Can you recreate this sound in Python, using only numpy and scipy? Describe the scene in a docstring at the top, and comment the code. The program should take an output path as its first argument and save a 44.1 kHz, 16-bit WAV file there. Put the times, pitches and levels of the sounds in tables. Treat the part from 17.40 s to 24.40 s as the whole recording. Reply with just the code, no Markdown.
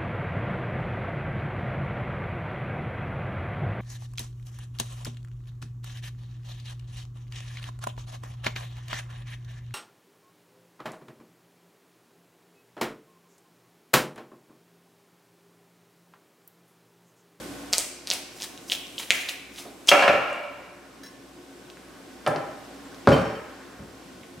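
"""A chef's knife is rocked through a pumpkin in a hard-walled kitchen: the rind fractures in cracks and
bursting cells crunch. At 2.5 s the blade strikes the wooden board, exciting its modes, and the slice
drops. The blade tip taps twice; near 4.9 s the slice is flipped away. At 5.7 s the pumpkin is set down
with a thump that rattles loose things and rings glassware, and then it rocks faintly. A ringing wash
lingers after each loud knock. Throughout, surfaces reflect, the room reverberates and a fridge hums."""
import sys
import numpy as np
from scipy import signal
from scipy.fft import rfft, irfft, next_fast_len
from scipy.io import wavfile
from scipy.ndimage import uniform_filter1d, map_coordinates

SR = 44100
rng = np.random.default_rng(int(sys.argv[2]) if len(sys.argv) > 2 else 0)


def waveform_to_disk(signal):
    """Save audio, clipped to [-1, 1], as 16-bit WAV at the path in sys.argv[1]."""
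    frames = np.transpose(np.atleast_2d(signal))
    scaled = np.clip(frames, -1, 1) * 32767
    samples = np.round(scaled).astype(np.int16)
    wavfile.write(sys.argv[1], SR, samples)


N = 308700

# rind cracks and small ticks: t/s, level/dB, f/Hz, quality factor Q, relative level of upper mode/dB
RIND_CRACKS = [(.3296, -2.5, 4800, 5.5, -7), (0.3342, 1.5, 4970, 2.5, -18), (.3771, -20, 4200, 4, -6),
               (.3822, 2, 5230, 4, -0.5), (0.6727, -13.5, 5000, 3, -2), (0.7023, -3, 3500, 2.5, 4.5),
               (0.7135, -4, 3120, 5.3, -9.5), (0.7367, -9.5, 6070, 8, 2), (1.0022, -25, 3400, 4, -8),
               (1.0214, -12.5, 3770, 4, -7.5), (1.0305, -17, 3840, 4, -8), (1.0428, -24, 3800, 4, -10),
               (1.1765, -28, 3200, 2.7, -3), (1.299, -15.5, 3070, 7, -14), (1.3178, -12, 3270, 3.3, -22),
               (1.3204, -6.5, 3250, 3, -14), (1.33, -11, 3400, 5, -12), (1.3504, -16.5, 3350, 5, -19),
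               (1.469, -29, 3500, 3.5, 0), (1.5811, -17.5, 3010, 12, -22), (1.585, -19.5, 3330, 7, -13),
               (1.7057, 3.5, 2440, 4.2, -9.5), (1.7062, -6, 6600, 5, -6), (1.8887, -15, 3470, 6, -27),
               (1.8927, -13, 2940, 4, -14), (2.161, -30, 4200, 2.4, -9), (2.1832, -24, 3100, 4.5, -17),
               (2.4737, -15, 6370, 3.3, -7), (2.4854, -5, 3300, 3, 2), (2.4883, 0.5, 3240, 17, -25),
               (2.4912, 2.5, 3230, 8.6, -24), (2.93, -29, 7000, 2, -13), (4.301, -28.5, 2850, 4.7, -20),
               (4.371, -38, 1500, 3, -8), (4.8657, -17.5, 2940, 8, -13), (4.8769, -17.5, 5500, 2, 6.5),
               (4.9615, -24, 3500, 3, -9), (5.546, -31.5, 3980, 2, -15), (5.6734, -15.5, 3500, 3, -4),
               (6.834, -35.5, 2100, 8.5, -16)]
UPPER_RATIO, UPPER_Q = 1.65, 3  # upper mode of a crack: frequency ratio to the lower, quality factor
CAVITY = (571, 45)  # resonance of the hollow pumpkin: f/Hz, bandwidth/Hz
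# pushes of the blade through flesh: peak t/s, swell/s, fade/s, crunch level/dB, wet hiss level/dB
BLADE_PUSHES = [(.335, 0.016, 0.078, -32, -36), (.385, 0.023, 0.13, -38, -36),
                (0.679, 0.017, 0.043, -37, -53), (.725, 0.034, 0.073, -32.5, -34),
                (1.04, 0.089, 0.045, -40.5, -36), (1.324, 0.054, 0.072, -38.5, -31.5),
                (1.59, 0.022, 0.14, -39, -39.5), (1.719, 0.024, 0.29, -40, -36.5),
                (1.895, .02, 0.059, -43, -38.5), (2.19, 0.063, 0.12, -43, -42.5),
                (2.493, 0.017, .022, -23, -19)]
SWELL_DB, JUICE_FADE = 22, 0.73  # level change over a swell or fade; hiss fade time over crunch fade time
# noise spectra: f/Hz, level/dB
CRUNCH_SPECTRUM = [(300, -46), (700, -3.5), (1500, -7.5), (2300, -2), (3100, -2), (3800, 0), (5000, -9.5),
                   (8000, -13.5), (12000, -11.5), (16000, -43)]
JUICE_SPECTRUM = [(2500, -41), (5000, 10), (9000, 4.5), (14000, -4), (17000, 0)]
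RUB_SPECTRUM = [(400, -14), (800, -4.5), (1450, -3.5), (1900, -4.5), (3000, -27), (9000, -37)]
RATTLE_SPECTRUM = [(1200, -28), (2200, 2), (4000, -5.5), (7000, -13.5), (12000, -24.5), (16000, -40)]
AIR_SPECTRUM = [(15, -56), (30, -52), (50, -20), (75, -24), (105, -10.5), (150, -12), (285, -7.5),
                (520, -9.5), (720, -14.5), (830, -18), (1500, -19.5), (3000, -22), (6000, -26.5),
                (16000, -62)]
HISS_SPECTRUM = [(1500, -25), (4000, -8.5), (8000, 3), (12000, -3), (15000, -6.5), (16500, -23)]
# impacts on the board: t/s, level/dB, low-pass corner f/Hz
KNIFE_IMPACTS = [(2.251, -43, 500), (2.5155, -2.5, 3600), (2.523, -14, 2500), (2.594, -12.5, 3180),
                 (2.624, -11.5, 3200), (2.679, -9, 2600), (5.718, -20, 3000)]
SLICE_IMPACTS = [(2.679, -14.5, 2420), (2.731, -18, 3000), (4.864, -14.5, 3000), (4.872, -12, 1600),
                 (4.959, -21, 1770)]
PUMPKIN_IMPACTS = [(5.673, -1, 1200), (5.68, -12.5, 990), (5.7, -12.5, 970), (5.718, -18, 2000),
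                   (5.777, -20.5, 900)]
ROCKING_IMPACTS = [(6.391, -42.5, 900), (6.41, -49, 600), (6.735, -56, 400), (6.8, -52.5, 400),
                   (6.965, -49, 400)]
# contacts: high-pass corner f/Hz, decay constant/s, level/dB into cavity, wet face, flat blade, counter
KNIFE_CONTACT = (520, 0.02, 12.5, 0, -1, -18.5)
SLICE_CONTACT = (247, .007, 3.5, -2, -13, -4.5)
PUMPKIN_CONTACT = (109, .003, 2.5, -7.5, -22, -1)
ROCKING_CONTACT = (30, .012, -3, -12, -22, 15.5)
# resonances: f/Hz, bandwidth/Hz, level/dB
BOARD_MODES = [(153, 9.6, 4.5), (178, 17, 3), (257, 53, -0.5), (325, 25, 2.5), (436, 66, -1.5),
               (527.3, 18.4, 7), (603, 63, -1.5), (802, 36, 5.5), (1038, 100, -12), (1418, 81, 5.5),
               (1648, 120, -10)]
WET_FACE_MODES = [(1360, 250, 8)]
FLAT_BLADE_MODES = [(2310, 190, 3), (2820, 135, 13)]  # blade lying on wood
COUNTER_MODES = [(76, 9, 7), (119, 12, 4), (150, 14, 2), (185, 16, 0), (235, 30, 0)]  # heavy top under the board
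WASH_RESONANCES = [(580, 40, 0), (1030, 120, -8), (1370, 70, -7), (1700, 60, -10), (2280, 60, -9),
                   (2430, 50, -9), (2800, 80, -11)]
FRIDGE_DRONES = [(182.6, 5.9, -7.5), (276, 14, 0), (356, 5.9, 0), (743, 30, -11.5), (1078, 37, -13),
                 (1500, 48, -15.5), (5440, 40, -26.5), (7460, 20, -22)]
# freely ringing modes: f/Hz, level/dB, T60/s
STEEL_MODES = [(1755, 1, .14), (2050, -6, .06), (3300, -6, .06), (3975, -2, .1), (4900, -1, .05),
               (5480, -2, .12), (6365, -3, .08), (9100, -8, .06), (11000, -11, .05)]
GLASS_MODES = [(3090, 0.5, .18), (4500, -9, .2), (5523, -8, .35)]
# touches of the blade tip, and glass jolted by the thump: t/s, level/dB
TIP_TAPS = [(3.634, -46), (3.66, -50)]
GLASS_CLINKS = [(5.727, -28.5), (5.79, -45), (5.905, -52), (5.95, -48)]
# strokes of noise: peak t/s, swell/s, fade/s, level/dB
WASH_STROKES = [(2.61, 0.089, 0.49, -23), (4.9, .04, .5, -54), (5.8, .1, .5, -48)]  # wash that lingers after each loud knock
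RUB_STROKES = [(3.1, .2, 0.67, -50.5), (4.45, .15, 0.89, -58.5), (4.9, 0.12, 0.24, -50),
               (5.45, .3, .6, -54.5), (5.95, .2, .6, -50.5), (6.3, .15, 0.37, -57.5)]  # soft scraping and rubbing
RATTLE_STROKES = [(4.87, .005, 0.11, -41), (5.695, 0.034, 0.23, -34.5)]  # loose things shaken by a landing
REFLECTIONS = [(.0055, -9, -9), (.0097, -14, -13), (.0157, -14, -15), (.021, -20, -20)]  # near surfaces: delay/s, left level/dB, right level/dB
REVERBERATION = [(60, 0.47, 8.5), (250, 0.55, 6), (700, 0.77, 4), (1500, 0.81, 4), (2360, 0.97, 3),
                 (3500, 0.81, -2), (6000, 0.75, -0.5), (9800, 0.47, 5.5), (15400, 0.41, 7)]  # tail of the room: f/Hz, T60/s, level/dB
# likeness of left and right: f/Hz, coherence
ROOM_COHERENCE = [(60, 1), (250, 0.99), (700, 0.72), (2000, 0.52), (8000, 0.43), (15000, .3)]
AIR_COHERENCE = [(60, 0.65), (180, 0.96), (550, 0.66), (1650, 0.49), (4970, 0.52), (15000, 0.54)]
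BACKGROUND_LEVELS = [(0, -38, -49), (.31, -40.5, -54), (.37, -49, -59), (1, -47.5, -58.5),
                     (1.6, -47, -52.5), (2, -49.5, -61.5), (2.6, -47.5, -57), (3.1, -49.5, -65),
                     (4.1, -48.5, -62), (4.6, -46.5, -61), (5.6, -44, -59.5), (5.9, -46, -62),
                     (7, -47, -61)]  # t/s, level of air and hum/dB, level of treble hiss/dB


def rind_cracks():
    """Brittle fracture: each split excites two damped modes and knocks the hollow fruit."""
    out, t = np.zeros(N), np.arange(SR // 16) / SR
    cavity_hz, cavity_width = CAVITY
    knock = amp(-24.5 - 87 * t * cavity_width) * np.sin(2 * np.pi * 1.076 * cavity_hz * t)
    for s, db, hz, q, upper_db in RIND_CRACKS:
        tear = amp(-60 * t / .002) * (.35 * rng.standard_normal(len(t)) + (t == 0))
        upper_hz = hz * UPPER_RATIO
        ring = filtered(tear, resonances([(hz, hz / q, 0), (upper_hz, upper_hz / UPPER_Q, upper_db)]))
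        ring = filtered(ring, lambda f: highpass(f, 1300, 2))  # a small split radiates no bass
        add(out, s, amp(db) * (ring / np.abs(ring).max() + knock))
    return filtered(out, lambda f: 1 / (1 + 1j * f / 12500) ** 2)  # damp flesh dulls the top


def flesh_crunch():
    """Shot noise: cells burst under the edge as dense, uneven grains, with a finer wet hiss."""
    grains = (rng.random(N) < .1) * rng.standard_normal(N) * amp(1.5 * rng.exponential(size=N))
    crunch = coloured(grains * amp(3 * wobble(120)), CRUNCH_SPECTRUM)
    hiss = coloured(uneven_noise(depth_db=3.2, rate=200), JUICE_SPECTRUM)
    pressing = strokes([(s, swell, fade, db) for s, swell, fade, db, _ in BLADE_PUSHES])
    wetting = strokes([(s, swell, JUICE_FADE * fade, db) for s, swell, fade, _, db in BLADE_PUSHES])
    return pressing * crunch + wetting * hiss


def board_impacts():
    """Impact excitation of modes: a soft contact loses treble, a light object loses bass."""
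    forces, thrust, t = np.zeros((4, N)), np.zeros(N), np.arange(SR // 16) / SR
    slow_pulse = np.pad(np.hanning(SR // 350), (0, len(t)))  # the weight arrives more slowly
    strikers = [(KNIFE_IMPACTS, KNIFE_CONTACT), (SLICE_IMPACTS, SLICE_CONTACT),
                (PUMPKIN_IMPACTS, PUMPKIN_CONTACT), (ROCKING_IMPACTS, ROCKING_CONTACT)]
    for impacts, (low_hz, decay_s, *parts_db, counter_db) in strikers:
        weight = filtered(slow_pulse, lambda f: highpass(f, low_hz / 2, 3))
        for s, db, high_hz in impacts:
            push = np.exp(-t / decay_s) * (0.11 * rng.standard_normal(len(t)) + (t == 0))
            push = filtered(push, lambda f: highpass(f, low_hz, 2) / (1 + 1j * f / high_hz) ** 3)
            add(forces, s, amp(db + np.c_[[0, *parts_db]]) * push / np.abs(push).max())
            add(thrust, s, amp(db + counter_db) * weight / np.abs(weight).max())
    wood = resonances(BOARD_MODES)
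    knocks = filtered(forces[0], lambda f: 2.27 * wood(f) + 0.85)  # some contact noise is heard directly
    parts = [(*CAVITY, 4)], WET_FACE_MODES, FLAT_BLADE_MODES
    knocks += sum(filtered(force, resonances(modes)) for force, modes in zip(forces[1:], parts))
    boom = filtered(thrust, resonances(COUNTER_MODES))
    return knocks, boom


def ringing(hits, modes, looseness, scratch_db):
    """Free vibration of struck steel or glass: each touch scratches and excites the modes anew."""
    out, t = np.zeros(N), np.arange(SR // 2) / SR
    attack = 1 - np.exp(-t / 0.00017)
    for s, db in hits:
        tones = sum(amp(level + rng.normal(0, 2) - 60 * t / t60) * np.sin(2 * np.pi * hz * t)
                    for hz, level, t60 in modes)
        flutter = unit(uniform_filter1d(rng.standard_normal(len(t)), size=100))
        unsteady = 1 + looseness * flutter  # a loose contact damps unevenly
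        scratch = amp(scratch_db - 60 * t / 0.094) * rng.standard_normal(len(t))
        add(out, s, amp(db) * attack * (tones * unsteady + scratch))
    return out


def lingering_wash():
    """Resonant filtering: a lingering, ringing wash of noise fades after each loud knock."""
    peaks = resonances(WASH_RESONANCES)
    noise = uneven_noise(depth_db=2, rate=50)
    wash = filtered(noise, lambda f: peaks(f) + 0.086 * (f > 450) / (1 + (f / 3300) ** 4))
    return strokes(WASH_STROKES) * unit(wash)


def rubbing():
    """Sliding friction: soft scraping and rubbing comes and goes as a dull, uneven noise."""
    return strokes(RUB_STROKES) * coloured(uneven_noise(depth_db=3, rate=40), RUB_SPECTRUM)


def rattle():
    """Intermittent contact: loose things on the counter jitter for a moment after a landing."""
    jitter = uneven_noise(depth_db=3.7, rate=150)
    return strokes(RATTLE_STROKES) * coloured(jitter, RATTLE_SPECTRUM)


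def kitchen(direct, sent):
    """Reflection: near surfaces echo the direct sound, and what is sent into the room reverberates."""
    out = direct * amp([[-.1], [.1]])
    for delay, left_db, right_db in REFLECTIONS:
        add(out, delay, direct * amp([[left_db], [right_db]]))
    hz, t = np.fft.rfftfreq(256, 1 / SR), np.arange(SR // 128) * 128 / SR
    t60, level_db = along(REVERBERATION, hz), along(REVERBERATION, hz, column=2)
    decay = amp(level_db[:, None] - 60 * t / t60[:, None])
    angle = side_angle(ROOM_COHERENCE, hz)[:, None]
    step = SR // 4
    for start in range(0, N, step):  # a new tail as the source moves
        a, b, c, d = rng.standard_normal((4, *decay.shape)) * decay
        mid, side = (a + 1j * b) * np.cos(angle), (c + 1j * d) * np.sin(angle)
        tail = signal.istft(np.array([mid + side, mid - side]), SR, nperseg=256)[1]
        build_up = np.minimum(np.arange(tail.shape[1]) / (.014 * SR), 1)
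        tail = tail * build_up / np.linalg.norm(tail[0])
        add(out, start / SR + .002, signal.fftconvolve(sent[None, start:start + step], tail, axes=1))
    return out


def background():
    """Superposition of room air, narrow-band refrigerator drones, mains hum and a treble hiss."""
    t = np.arange(N) / SR
    times, *levels = np.transpose(BACKGROUND_LEVELS)
    air_gain, hiss_gain = [amp(np.interp(t, times, db)) for db in levels]
    broad = coloured(rng.standard_normal((2, N)), AIR_SPECTRUM)
    drones = unit(filtered(rng.standard_normal((2, N)), resonances(FRIDGE_DRONES)))
    air = unit(spread(broad + amp(-1.5) * drones, AIR_COHERENCE)) * amp(0.57 * wobble(5.9))
    hiss = coloured(rng.standard_normal((2, N)), HISS_SPECTRUM)
    hum = amp(-14 + 2.1 * wobble(10)) * np.sin(2 * np.pi * 60 * t)
    return air_gain * (air + hum) + hiss_gain * spread(hiss, AIR_COHERENCE)


def amp(db):
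    """Amplitude ratio of a level in dB."""
    return 10 ** (np.asarray(db) / 20)


def unit(x):
    """Normalisation to rms 1."""
    return x / np.sqrt(np.mean(x ** 2) + 1e-20)


def along(points, hz, column=1):
    """Interpolation of a table column over log frequency."""
    table = np.array(points)
    return np.interp(np.log(hz + 1), np.log(table[:, 0] + 1), table[:, column])


def wobble(rate):
    """Smooth random fluctuation with rate knots a second."""
    return map_coordinates(rng.standard_normal(int(N * rate / SR) + 4), [np.arange(N) * rate / SR])


def uneven_noise(depth_db, rate):
    """Random amplitude modulation of white noise."""
    return rng.standard_normal(N) * amp(depth_db * wobble(rate))


def strokes(rows):
    """Exponential growth and decay about each peak, summed into one envelope."""
    t = np.arange(0, N, 16) / SR
    gain = sum(amp(db - SWELL_DB * np.where(t < s, (s - t) / swell, (t - s) / fade))
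               for s, swell, fade, db in rows)
    return np.interp(np.arange(N) / SR, t, gain)


def filtered(x, response):
    """Linear filtering: the spectrum of x times a frequency response."""
    size = next_fast_len(x.shape[-1] + min(x.shape[-1], SR // 2))
    return irfft(rfft(x, size) * response(np.fft.rfftfreq(size, 1 / SR)), size)[..., :x.shape[-1]]


def coloured(noise, spectrum):
    """Spectral shaping of noise, at rms 1."""
    return unit(filtered(noise, lambda hz: amp(along(spectrum, hz))))


def highpass(f, corner_hz, order):
    """Response of first-order high-pass stages in cascade."""
    return (1j * f / (corner_hz + 1j * f)) ** order


def resonances(modes):
    """Modal sum: the response of damped oscillators of alternating sign."""
    return lambda f: sum((-1) ** k * amp(db) * 1j * f * width / (hz * hz - f * f + 1j * f * width)
                         for k, (hz, width, db) in enumerate(modes))


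def side_angle(coherence, hz):
    """Mid-side mixing angle: coherence is the cosine of twice this angle."""
    return np.arccos(np.clip(along(coherence, hz), -1, 1)) / 2


def spread(pair, coherence):
    """Partial coherence: two independent signals are mixed to left and right."""
    angle = lambda hz: side_angle(coherence, hz)
    mid, side = filtered(pair, lambda hz: np.array([np.cos(angle(hz)), np.sin(angle(hz))]))
    return np.array([mid + side, mid - side])


def add(track, s, sound):
    """Superposition of a sound on the track at s seconds."""
    piece = track[..., round(s * SR):][..., :sound.shape[-1]]
    piece += sound[..., :piece.shape[-1]]


def scene():
    """Superposition of the direct sound, the room's response and the background."""
    cracks, crunch = rind_cracks(), flesh_crunch()
    knocks, boom = board_impacts()
    noises = lingering_wash() + rubbing() + rattle()
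    steel = ringing(TIP_TAPS, STEEL_MODES, looseness=.7, scratch_db=-3)
    glass = ringing(GLASS_CLINKS, GLASS_MODES, looseness=.15, scratch_db=-14)
    direct = cracks + crunch + knocks + steel + glass + noises
    sent = (amp(-3) * (cracks + crunch) + amp(0.5) * knocks + amp(-3.5) * (steel + glass)
            + amp(-2) * noises + amp(-1.5) * boom)
    return kitchen(direct, sent) + boom + background()


def record(dry):
    """Band limiting and saturation: the lowest bass and top treble are dropped, and peaks are rounded."""
    thin = filtered(dry, lambda f: highpass(f, 28, 2))
    soft = thin / (1 + np.abs(thin / .98) ** 6) ** (1 / 6)
    return filtered(soft, lambda hz: hz < 16100)


dry = scene()
out = record(dry)
waveform_to_disk(out)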